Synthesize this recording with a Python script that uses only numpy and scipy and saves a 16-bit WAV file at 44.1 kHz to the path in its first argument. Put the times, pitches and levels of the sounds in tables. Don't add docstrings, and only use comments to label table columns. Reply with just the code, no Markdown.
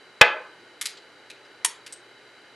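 import sys
import numpy as np
from scipy import signal
from scipy.fft import rfft, irfft
from scipy.io import wavfile
from scipy.ndimage import uniform_filter1d

SR = 44100
rng = np.random.default_rng(int(sys.argv[2]) if len(sys.argv) > 2 else 0)


def int16_out(signal):
    q = np.round(np.clip(np.atleast_2d(signal).T, -1, 1) * 32767)
    wavfile.write(sys.argv[1], SR, q.astype(np.int16))


N = 112454


def undb(db):
    return 10 ** (np.asarray(db) / 20)


def bins_hz():
    return np.maximum(np.arange(N // 2 + 1) * SR / N, 1)


def curve(points):
    hz, value = np.array(points).T
    return np.interp(np.log(bins_hz()), np.log(hz), value)


def bump(hz, half_width_hz):
    return 1 / (1 + ((bins_hz() - hz) / half_width_hz) ** 2)


def unit(x):
    return x / np.sqrt(np.sum(x ** 2))


def colour(x, gain_db):
    cepstrum = irfft(np.log(undb(gain_db)), N)
    cepstrum[1:N // 2] *= 2
    cepstrum[N // 2 + 1:] = 0
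    return irfft(rfft(x) * np.exp(rfft(cepstrum)), N)


def whiten(x, width_hz):
    power = uniform_filter1d(np.abs(rfft(x)) ** 2, int(width_hz * N / SR) + 1)
    return unit(colour(x, -10 * np.log10(power + power.mean() / 100)))


def through(x, response):
    return signal.fftconvolve(x, response)[:N]


def delay(x, delay_s):
    return np.concatenate([np.zeros(int(delay_s * SR)), x])[:N]


def decay(t60_s):
    return np.exp(-np.log(1000) * np.arange(N) / SR / t60_s)


def burst(t60_s):
    return whiten(rng.standard_normal(N) * decay(t60_s), 2 / t60_s)


def ring(modes):
    t = np.arange(N) / SR
    return sum((-1) ** k * undb(db) * decay(t60_s) * np.sin(2 * np.pi * hz * t)
               for k, (hz, db, t60_s) in enumerate(modes))


def stereo(mid, side):
    return np.array([mid + side, mid - side])


def fan():
    # (frequency [Hz], relative density [dB])
    air_spectrum = [(25, -31), (70, -28), (120, -17), (200, -16), (390, -2.5), (650, -9.5), (1100, -13),
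                    (1600, -7.5), (2600, -17), (3500, -24), (5500, -25.5), (8000, -30.5), (12000, -36.5)]
    # (frequency [Hz], half width [Hz], boost [dB])
    housing_peaks = [(850, 17, 5.5), (1460, 60, 4.5), (2160, 120, 2.5), (3002, 150, 11), (3945, 140, 16.5),
                     (4646, 150, 10)]
    # (frequency [Hz], rms level [dB])
    hum_tones = [(120, -78), (2106, -65.5)]
    # (frequency [Hz], side re mid [dB])
    side_spectrum = [(60, -20), (340, -25.5), (620, -15), (2000, -18), (3500, -7), (11000, -7.5)]
    air_rms_db = -51.5
    t = np.arange(N) / SR
    shape_db = curve(air_spectrum) + sum(db * bump(hz, half_hz) for hz, half_hz, db in housing_peaks)
    gain = undb(air_rms_db) * np.sqrt(N)
    mid, side = (gain * unit(colour(rng.standard_normal(N), shape_db)) for _ in range(2))
    tones = sum(np.sqrt(2) * undb(db) * np.sin(2 * np.pi * hz * t) for hz, db in hum_tones)
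    return stereo(mid + tones, colour(side, curve(side_spectrum)))


def bench_knock(room):
    # (time [s], level [dB], contact time [ms])
    contacts = [(0.2114, -6.5, 0.086), (0.2138, 3, 0.069), (0.2255, -14.5, .2)]
    # (frequency [Hz], level [dB], t60 [s])
    bench_modes = [(482.4, -17, 0.19), (553, -16.5, 0.15), (618.3, -17, 0.25), (688, -11.5, 0.15),
                   (841, -8, 0.12), (955, -15, 0.12), (1147, -10, 0.13), (1257, -11, 0.11),
                   (1370, -17, 0.15), (1533.4, -3, 0.13), (1678, -2.5, 0.14), (1780, -7, .12),
                   (2026, -3.5, 0.17), (2210, -12, 0.056), (2400, -9.5, 0.13), (2533, 7, 0.049),
                   (2610, -10.5, 0.25), (3016, -3, 0.074)]
    # (frequency [Hz], relative level [dB])
    crack_spectrum = [(30, -17), (70, -16.5), (150, -21), (260, -20.5), (450, -1.5), (1000, -2), (2000, -1),
                      (3100, 3), (4000, -4.5), (6000, -16), (11000, -27.5)]
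    modes_db, crack_db, room_db = -14.5, 18.5, -14.5
    t_ms = 1000 * np.arange(N) / SR
    direct = 0
    for time_s, db, contact_ms in contacts:
        force = np.exp(-t_ms / contact_ms)
        crack = unit(colour(burst(t60_s=0.026), curve(crack_spectrum)))
        body = undb(modes_db) * ring(bench_modes) + undb(crack_db) * crack
        direct += undb(db) * delay(through(body, 2 * force / force.sum()), time_s)
    return direct + undb(room_db) * through(direct, room)


def workshop_response():
    # (frequency [Hz], t60 [s])
    decay_times = [(100, 0.14), (500, 0.48), (1500, 0.49), (3000, 0.3), (6000, .23), (11000, 0.14)]
    build_s = 0.0017
    t = np.arange(N) / SR
    noise_spectrum = rfft(rng.standard_normal(N))
    t60_s = curve(decay_times)
    edges_hz = np.append(0, np.geomspace(200, SR / 2, 14))
    tail = 0
    for low_hz, high_hz in zip(edges_hz[:-1], edges_hz[1:]):
        band = (bins_hz() >= low_hz) & (bins_hz() < high_hz)
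        tail += irfft(noise_spectrum * band, N) * decay(t60_s[band].mean())
    tail = whiten(tail * (1 - np.exp(-t / build_s)), width_hz=32.4)
    return unit(colour(tail, 10 * np.log10(t60_s)))


def metal_clicks(room, near):
    # (time [s], level [dB], low edge [Hz], tilt at tilt_ref_hz [dB],
    #         first ring [Hz], second ring [Hz], ring boost [dB], ring half width [Hz])
    clicks = [(0.8127, -1.5, 1280, 1.5, 2080, 3500, 7, 189), (0.8197, -21, 1300, -1, 2030, 3000, 3, 190),
              (0.8565, -2.5, 1900, -1.5, 4050, 4850, 9, 150), (0.9717, -25, 3000, -21, 4480, 7500, 11, 400),
              (1.3008, -18.5, 1700, -6.5, 2480, 3950, 13, 250),
              (1.4507, -34, 2000, -11.5, 3010, 5000, 15, 295), (1.8638, -18, 1800, -6, 2700, 4800, 5, 244),
              (1.9248, -15.5, 4500, -8.5, 8250, 8700, 16.5, 452)]
    tilt_ref_hz, room_db = 5750, -2
    hz = bins_hz()
    direct = 0
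    for time_s, db, low_hz, tilt_db, first_hz, second_hz, ring_db, half_hz in clicks:
        highpass_db = -10 * np.log10(1 + (low_hz / hz) ** 6)
        peaks_db = ring_db * np.maximum(bump(first_hz, half_hz), bump(second_hz, half_hz))
        shape_db = highpass_db + tilt_db * hz / tilt_ref_hz + peaks_db
        click = unit(colour(burst(t60_s=0.014), shape_db))
        direct += undb(db) * delay(click, time_s)
    return direct + through(direct, near) + undb(room_db) * through(direct, room)


def near_response():
    # (delay [s], level [dB])
    echoes = [(.0033, 2), (.0078, -6), (.0128, -3.5)]
    return sum(undb(db) * delay(burst(t60_s=0.007), delay_s) for delay_s, db in echoes)


def loader_snap(room, near):
    # (time [s], level [dB])
    contacts = [(1.6467, -10.5), (1.6488, -2.5), (1.6500, -11), (1.6519, -10), (1.6598, -11.5)]
    # (frequency [Hz], level [dB], t60 [s])
    loader_modes = [(914, -8.5, 0.091), (1800, 2.5, 0.031), (2020, -10.5, .08), (2950, -15, .05),
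                    (4630, -2, .06), (5550, -5.5, 0.11), (6640, -6, 0.097), (7700, -13, 0.069),
                    (8300, -11, .04), (8820, 8.5, 0.067), (9900, 7, 0.031), (11050, -0.5, 0.049)]
    # (frequency [Hz], relative level [dB])
    crack_spectrum = [(50, -40), (300, -33), (550, -29), (750, -8), (950, -2.5), (1400, -8), (2800, -1.5),
                      (4500, -6.5), (7000, -1.5), (10000, 2), (12000, -6)]
    crack_db, modes_db, near_db, room_db = 12, -26, -16, -12.5
    direct = 0
    for time_s, db in contacts:
        crack = unit(colour(burst(t60_s=0.008), curve(crack_spectrum)))
        body = undb(crack_db) * crack + undb(modes_db) * ring(loader_modes)
        direct += undb(db) * delay(body, time_s)
    return direct + undb(near_db) * through(direct, near) + undb(room_db) * through(direct, room)


def scene():
    # (frequency [Hz], side re mid [dB])
    side_spectrum = [(60, -26), (340, -43), (1000, -35), (2500, -25), (6000, -25), (11000, -12.5)]
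    room, near = workshop_response(), near_response()
    blows = bench_knock(room) + metal_clicks(room, near) + loader_snap(room, near)
    side = colour(through(blows, burst(t60_s=0.015)), curve(side_spectrum))
    return stereo(blows, side) + fan()


def record(dry):
    knee, cutoff_hz = 4.6, 11500
    clipped = dry / (1 + np.abs(dry) ** knee) ** (1 / knee)
    lowpass = signal.ellip(8, 0.2, 70, cutoff_hz, fs=SR, output="sos")
    return signal.sosfilt(lowpass, clipped)


dry = scene()
out = record(dry)
int16_out(out)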